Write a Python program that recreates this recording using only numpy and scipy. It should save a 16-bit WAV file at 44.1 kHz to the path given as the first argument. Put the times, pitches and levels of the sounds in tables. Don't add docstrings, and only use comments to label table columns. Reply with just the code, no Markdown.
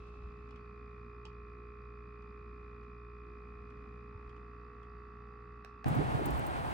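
import sys
import numpy as np
from scipy import signal
from scipy.fft import rfft, irfft
from scipy.io import wavfile
from scipy.ndimage import uniform_filter1d

SR = 44100
rng = np.random.default_rng(int(sys.argv[2]) if len(sys.argv) > 2 else 0)


def materialize(psi):
    bounded = np.clip(np.atleast_2d(psi).T, -1, 1)
    quanta = np.round(bounded * 32767).astype(np.int16)
    wavfile.write(sys.argv[1], SR, quanta)


N = 296969
TIME = np.arange(N) / SR
FREQ = np.maximum(np.arange(N // 2 + 1) * SR / N, 1)
SHAFT_HZ = 59.4094
CUT_S = 5.856


def undb(db):
    return 10 ** (np.asarray(db) / 20)


def unit(x):
    return x / np.sqrt(np.mean(x ** 2))


def shape(points):
    hz, db = np.transpose(points)
    return undb(np.interp(np.log(FREQ), np.log(np.maximum(hz, 1)), db))


def drift(rate_hz):
    hold = int(SR / rate_hz)
    steps = np.repeat(rng.standard_normal(N // hold + 1), hold)
    return 1.3 * uniform_filter1d(uniform_filter1d(steps, hold), hold)[:N]


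def swell(middle_s, half_length_s, db):
    return undb(db) * np.exp(-((TIME - middle_s) / half_length_s) ** 2)


def noise(gain):
    return unit(irfft(rfft(rng.standard_normal(N)) * gain, N))


def stereo_noise(gain, side_gain, lag_ms=0, direct=0):
    mid, diffuse = rfft(rng.standard_normal((2, N))) * gain
    lead = direct * np.sin(2 * np.pi * FREQ * lag_ms / 1000)
    side = irfft(side_gain * (1j * lead * mid + np.sqrt(1 - lead ** 2) * diffuse), N)
    mid = irfft(mid, N)
    return np.array([mid + side, mid - side]) / mid.std()


def pan(db):
    return undb(np.array([[db], [-db]]) / 2)


def add(out, start_s, sound):
    i = int(start_s * SR)
    out[:, i:i + sound.shape[-1]] += sound[..., :N - i]


def strike(modes, tilt_db, contact_s):
    t = TIME[:SR // 8]
    ring = 0
    for hz, ring_s, db in modes:
        angle = 2 * np.pi * hz * (1 + 0.012 * rng.standard_normal()) * t
        ring = ring + undb(db + tilt_db * np.log2(hz / 3000) - 60 * t / ring_s) * np.sin(angle)
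    contact = 0.27 * rng.standard_normal((2, len(t))) * np.exp(-t / contact_s)
    contact[:, 0] += 1
    out = signal.fftconvolve(contact, ring[None], axes=1)
    return out / np.abs(out).max()


def bump(middle_s, db, hz, half_length_s, phase=0):
    return swell(middle_s, half_length_s, db) * np.sin(2 * np.pi * (phase - hz * (TIME - middle_s)))


def echo(x, wet_db, ring_s):
    t = TIME[:SR // 2]
    tail = rng.standard_normal((2, len(t))) * undb(-60 * t / ring_s) * (t > .003)
    tail = signal.sosfilt(signal.butter(2, 7000, fs=SR, output="sos"), tail)
    tail /= np.sqrt(np.sum(tail ** 2, axis=1, keepdims=True))
    return x + undb(wet_db) * signal.fftconvolve(x, tail, axes=1)[:, :N]


def nearest_turn(delay_ms):
    turns = SHAFT_HZ * (TIME - delay_ms / 1000)
    nearest = np.round(turns)
    return nearest.astype(int) + 1, (turns - nearest) * 1000 / SHAFT_HZ


# pitch_hz, relative_db
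TRAFFIC_COLOUR = [(18, -44), (30, -15), (46, -0.5), (85, 1), (227, -10), (306, -7), (401, -13), (454, -10),
                  (501, -13), (745, -7), (1160, -16.5), (2500, -23), (5930, -41), (8810, -41),
                  (11000, -48.5), (14300, -78), (22000, -120)]
# pitch_hz, side_minus_mid_db
TRAFFIC_WIDTH = [(60, 0), (110, 0.5), (200, 4), (380, 3), (700, 4.5), (1290, 9.5), (2380, -1.5),
                 (4400, 0.5), (8120, -5.5), (15000, 26)]
def traffic(since_cut_s, level_db=-40, fade_db_per_s=1.5):
    roar = stereo_noise(shape(TRAFFIC_COLOUR), shape(TRAFFIC_WIDTH), lag_ms=0.3, direct=0.55)
    return roar * undb(level_db - fade_db_per_s * since_cut_s + 0.92 * drift(25))


def clothing():
    colour = shape([(3000, -30), (6500, -10), (9000, 7.5), (12000, -15), (15000, 2.5)])
    return stereo_noise(colour, undb(-12)) * undb(-66 + 2 * drift(35))


# pitch_hz, relative_db
WIND_COLOUR = [(25, -23), (55, -10), (85, -11.5), (135, 3), (190, -7), (250, -7.5), (400, -20.5),
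               (800, -18.5), (2000, -71)]
# start_s, length_s, typical_peak_db, typical_pitch_hz
GUSTS = [(5.864, .12, -27, 145), (5.995, .035, -29.5, 380), (6.191, 0.031, -30.5, 440),
         (6.269, .03, -34, 340), (6.33, .03, -37, 63.6)]
def wind(since_cut_s, level_db=-33.5, fade_db_per_s=19, swirls=5, half_length_cycles=1.15):
    out = noise(shape(WIND_COLOUR)) * undb(level_db - fade_db_per_s * since_cut_s + 3.9 * drift(40))
    for start_s, length_s, db, hz in GUSTS:
        times = start_s + length_s * (np.arange(swirls) + rng.random(swirls) - .5) / (swirls - 1)
        for middle_s, (pitch, size, phase) in zip(times, rng.standard_normal((swirls, 3))):
            swirl_hz = hz * np.exp(0.17 * pitch)
            out += bump(middle_s, db + 2.5 * size, swirl_hz, half_length_cycles / swirl_hz, phase)
    return out


# pitch_hz, ring_s, relative_db
METAL_NOTES = [(7970, 0.011, -4), (9020, 0.017, -4), (10060, 0.0046, -0.5), (12450, .006, -4),
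               (14330, 0.028, -10), (15140, 0.022, -4), (15200, 0.018, -2.5)]
# start_s, relative_db
CLINKS = [(5.882, -49), (5.950, -52.5), (6.257, -40), (6.263, -50), (6.306, -49), (6.3752, -52),
          (6.393, -48), (6.466, -45.5)]
def clinks(boost_db=7.5):
    out = np.zeros((2, N))
    for start_s, db in CLINKS:
        add(out, start_s, undb(db + boost_db) * strike(METAL_NOTES, 0, contact_s=0.0034))
    return out


def street():
    since_cut_s = np.maximum(TIME - CUT_S, 0)
    roar = traffic(since_cut_s)
    buffeting = np.array([wind(since_cut_s), wind(since_cut_s)]) * pan(-0.9)
    return roar + buffeting + clothing() + clinks()


# pitch_hz, relative_db
AIR_COLOUR = [(20, -27), (45, -5), (75, -0.5), (150, -12), (200, -3), (300, -9.5), (420, -20), (600, -28),
              (1000, -26.5), (1250, -23), (2400, -28), (3200, -44), (6000, -55), (12000, -72)]
# pitch_hz, side_minus_mid_db
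ROOM_WIDTH = [(60, -17), (200, -21), (380, -7), (700, 3.5), (1300, -3.5), (4400, 0), (12000, 10)]
def room_air():
    return undb(-58.5 + drift(5)) * stereo_noise(shape(AIR_COLOUR), shape(ROOM_WIDTH))


# pitch_hz, ring_s, relative_db
CASE_NOTES = [(760, 0.021, -1.5), (1140, 0.0088, -13), (1710, .008, 2), (2650, 0.0047, 4.5),
              (3900, .005, -1), (5100, 0.005, -2), (7800, 0.0016, -21), (14800, 0.0018, -3)]
# start_s, peak_db, brightness_db_per_octave
TAPS = [(5.6481, -34, -0.5), (5.844, -29, -7)]
def taps():
    out = np.zeros((2, N))
    for start_s, db, tilt_db in TAPS:
        add(out, start_s, undb(db) * strike(CASE_NOTES, tilt_db, contact_s=0.00053))
    return out


# pitch_hz, relative_db
GRIP_COLOUR = [(20, -11), (50, 6.5), (100, -17.5), (250, -22), (700, -17.5), (2000, -31), (3800, -30.5),
               (8000, -50), (11000, -64.5)]
# middle_s, half_length_s, level_db
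PRESSES = [(0.222, 0.088, -49.5), (4.28, 0.053, -54)]
# pitch_hz, relative_db
PRESS_COLOUR = [(20, -16), (45, 5.5), (65, 7.5), (110, -16), (400, -61.5), (2000, -110)]
def handling(grip_db=-62, fade_db_per_s=20):
    clicks = taps()
    grip = undb(grip_db - fade_db_per_s * TIME + 2 * drift(40))
    rustle = grip * stereo_noise(shape(GRIP_COLOUR), shape(ROOM_WIDTH))
    rumble = sum(swell(*press) for press in PRESSES) * noise(shape(PRESS_COLOUR))
    knock = bump(middle_s=4.158, db=-36, hz=71, half_length_s=0.0085)
    return echo(clicks, wet_db=-9, ring_s=0.25) + rustle + rumble + knock


# middle_s, half_length_s, pitch_hz, level_db
WHISTLES = [(.63, .11, 4560, -88), (5.0, .7, 4620, -93)]
def whistles(half_width_hz=45):
    return sum(swell(middle_s, half_length_s, db) * noise(1 / (1 + ((FREQ - hz) / half_width_hz) ** 4))
               for middle_s, half_length_s, hz, db in WHISTLES)


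# delay_ms, half_length_ms, relative_db
VALVE_PUFFS = [(0, 0.93, 8.5), (2, 1.8, -3), (7.6, 1.4, -2.5), (10.4, .8, -8.5)]
# pitch_hz, half_width_hz, relative_db
PIPE_NOTES = [(2780, 82, -1.5), (3350, 63, -5.5), (3530, 110, 3), (3900, 74, 3.5), (4570, 220, 0),
              (4840, 170, 2), (5800, 200, -9.5), (7500, 1200, -25.5)]
def gas_hiss(level_db=-85.5, steady_db=-2.5):
    puffs = sum(undb(db) * np.exp(-(nearest_turn(delay_ms)[1] / half_length_ms) ** 2)
                for delay_ms, half_length_ms, db in VALVE_PUFFS)
    flow = (undb(steady_db) + puffs) * stereo_noise(1, undb(-5.5))
    pipe_power = sum(undb(db) ** 2 / (1 + ((FREQ - hz) / width) ** 2) ** 2
                     for hz, width, db in PIPE_NOTES)
    return undb(level_db) * unit(irfft(rfft(flow) * np.sqrt(pipe_power), N))


# pitch_hz, ring_s, relative_db
LINER_NOTES = [(500, .03, -16), (890, 0.062, -7.5), (1500, 0.016, -9), (2970, 0.023, 0), (3310, .018, 2),
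               (3820, 0.0051, -2), (4400, 0.0072, -2), (5100, 0.0041, -1.5), (6200, .008, -13.5),
               (8550, .006, -24)]
# start_s, relative_db, brightness_db_per_octave
TICKS = [(.489, -71, 1), (.509, -61, -4), (.560, -60, 3), (1.2532, -49.5, -2.5), (2.222, -72, 8),
         (2.835, -71, 3.5), (3.703, -68, 10), (4.294, -65, 5), (4.365, -68.5, 7.5), (4.8305, -67, 2)]
def liner_ticks(boost_db=7.5):
    out = np.zeros((2, N))
    for start_s, db, tilt_db in TICKS:
        add(out, start_s, undb(db + boost_db) * strike(LINER_NOTES, tilt_db, contact_s=0.003))
    softened = signal.sosfilt(signal.butter(4, 9000, fs=SR, output="sos"), out)
    return echo(softened, wet_db=-8, ring_s=0.17)


# pitch_hz, half_width_hz, change_db
CABINET_DIPS = [(1032, 22, -5.5), (1223, 61, -3), (1597, 50, -8.5), (2190, 25, -10), (2763, 90, -6)]
def through_cabinet(x):
    dips_db = sum(db * np.exp(-((FREQ - hz) / width) ** 2) for hz, width, db in CABINET_DIPS)
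    return irfft(rfft(x) * undb(dips_db), N)


# rate_hz, timing_swing_ms, strength_swing_db
ROCKING = [(18, .046, 1.2), (10.5, .022, .6), (24, .014, .5)]
def pump_rocking(stroke_count, wander=0.077):
    stroke_s = np.arange(stroke_count) / SHAFT_HZ
    early_ms, strength_db = 0, 0
    for hz, swing_ms, swing_db in ROCKING:
        sway = np.sin(2 * np.pi * hz * stroke_s + wander * np.cumsum(rng.standard_normal(stroke_count)))
        early_ms = early_ms + swing_ms * sway
        strength_db = strength_db + swing_db * sway
    return early_ms, strength_db


# delay_ms, base_pitch_hz, half_length_ms, base_db, left_minus_right_db
SHELL_BURSTS = [(3.01, 1199, 2.12, -53.5, 5), (7.5, 1212, 1.92, -50.5, -10.5), (10, 1460, 1.65, -62.5, -3),
                (15, 1138, 2.08, -60.5, -7), (3.19, 1837, 1.13, -58, -0.5), (11.15, 1930, 1.8, -70, 2.5),
                (4.7, 2424, 1.78, -61, 10.5), (9.2, 2490, 4.8, -63.5, -4), (0.81, 4950, 1, -78.5, 0),
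                (1.1, 4600, 0.79, -81, -2), (1.3, 3920, 1.2, -82.5, -4), (2.6, 3500, 1.5, -79.5, -1.5),
                (12, 2600, 2.5, -74, 1)]
def shell_buzz(band_db, delay_scale, high_shift_hz, jitter_ms=0.013, scatter_db=0.5):
    bands_hz = np.array([1200, 1850, 2480])
    stroke_count = int(SHAFT_HZ * N / SR) + 4
    early_ms, strength_db = pump_rocking(stroke_count)
    out = 0
    for row, (delay_ms, hz, half_length_ms, db, pan_db) in enumerate(SHELL_BURSTS):
        turn, ms = nearest_turn(delay_ms * delay_scale)
        jitter, scatter = rng.standard_normal((stroke_count, 2)).T
        ms = ms + (early_ms + jitter_ms * jitter)[turn]
        stroke_db = (-1) ** row * strength_db + scatter_db * scatter
        band = np.argmin(np.abs(bands_hz - hz))
        ring_hz = hz + high_shift_hz * (band == 2)
        burst = np.exp(-(ms / half_length_ms) ** 2) * np.cos(2 * np.pi * ring_hz * ms / 1000)
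        out = out + burst * undb(db + band_db[band] + stroke_db[turn]) * pan(pan_db)
    return out


# multiple_of_shaft_rate, base_db, waver_db
HUM_TONES = [(1, -48.5, 0.26), (2, -59, 1.5), (3, -66.5, 2), (4, -77.5, 3.5), (6, -71.5, 5), (8, -71, 2),
             (12, -83, 4.5), (13, -84, 4), (14, -82.5, 3), (15, -87.5, 7.5), (16, -97.5, 5)]
def compressor_hum(low_db, upper_db, panel_db, upper_from=12, panel_multiple=7):
    angle = 2 * np.pi * SHAFT_HZ * TIME
    tones = 0
    for multiple, db, waver_db in HUM_TONES:
        place_db = upper_db if multiple >= upper_from else low_db
        tones = tones + undb(db + place_db + waver_db * drift(9)) * np.cos(multiple * (angle - 2))
    panel = undb(panel_db + 0.33 * drift(12)) * np.cos(panel_multiple * angle)
    return tones * pan(0.082) + panel * pan(-3.5)


# start_s, length_s, low_hum_db, upper_hum_db, panel_db,
# low_buzz_db, middle_buzz_db, high_buzz_db, burst_delay_percent, high_buzz_shift_hz
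MOVES = [(0, 0.92, 0, -1.5, 0.6, 1.4, 6.2, -1, -0.5, -92.5),
         (3.696, 1.2, -1.5, 4, -2, 1.3, 2.5, -3.2, -2, 100),
         (5.477, 0.29, -3.5, -1, -3, 0.4, -2.5, 2, 0, 0)]
def microphone_moves():
    total = 0
    for start_s, length_s, *changes in MOVES:
        progress = np.clip((TIME - start_s) / length_s, 0, 1)
        total = total + np.outer(changes, (1 - np.cos(np.pi * progress)) / 2)
    return total


def fridge(start_panel_db=-54, start_buzz_db=(-1.56, -7, -0.5), start_shift_hz=105):
    low_db, upper_db, panel_db, *buzz_db, delay_percent, shift_hz = microphone_moves()
    band_db = [start + change for start, change in zip(start_buzz_db, buzz_db)]
    buzz = shell_buzz(band_db, 1 + delay_percent / 100, start_shift_hz + shift_hz)
    buzz_and_air = through_cabinet(echo(buzz, wet_db=-18.5, ring_s=0.52) + room_air())
    hiss = gas_hiss()
    hum = compressor_hum(low_db, upper_db, start_panel_db + panel_db)
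    return hum + buzz_and_air + hiss + whistles() + liner_ticks() + handling()


def scene():
    outdoors = np.clip((TIME - CUT_S) / .004, 0, 1)
    return (1 - outdoors) * fridge() + outdoors * street()


def record(dry, bottom_hz=25, top_hz=15900):
    sound = signal.sosfilt(signal.butter(2, bottom_hz, "high", fs=SR, output="sos"), dry)
    return signal.sosfilt(signal.ellip(8, .2, 70, top_hz, fs=SR, output="sos"), sound)


dry = scene()
out = record(dry)
materialize(out)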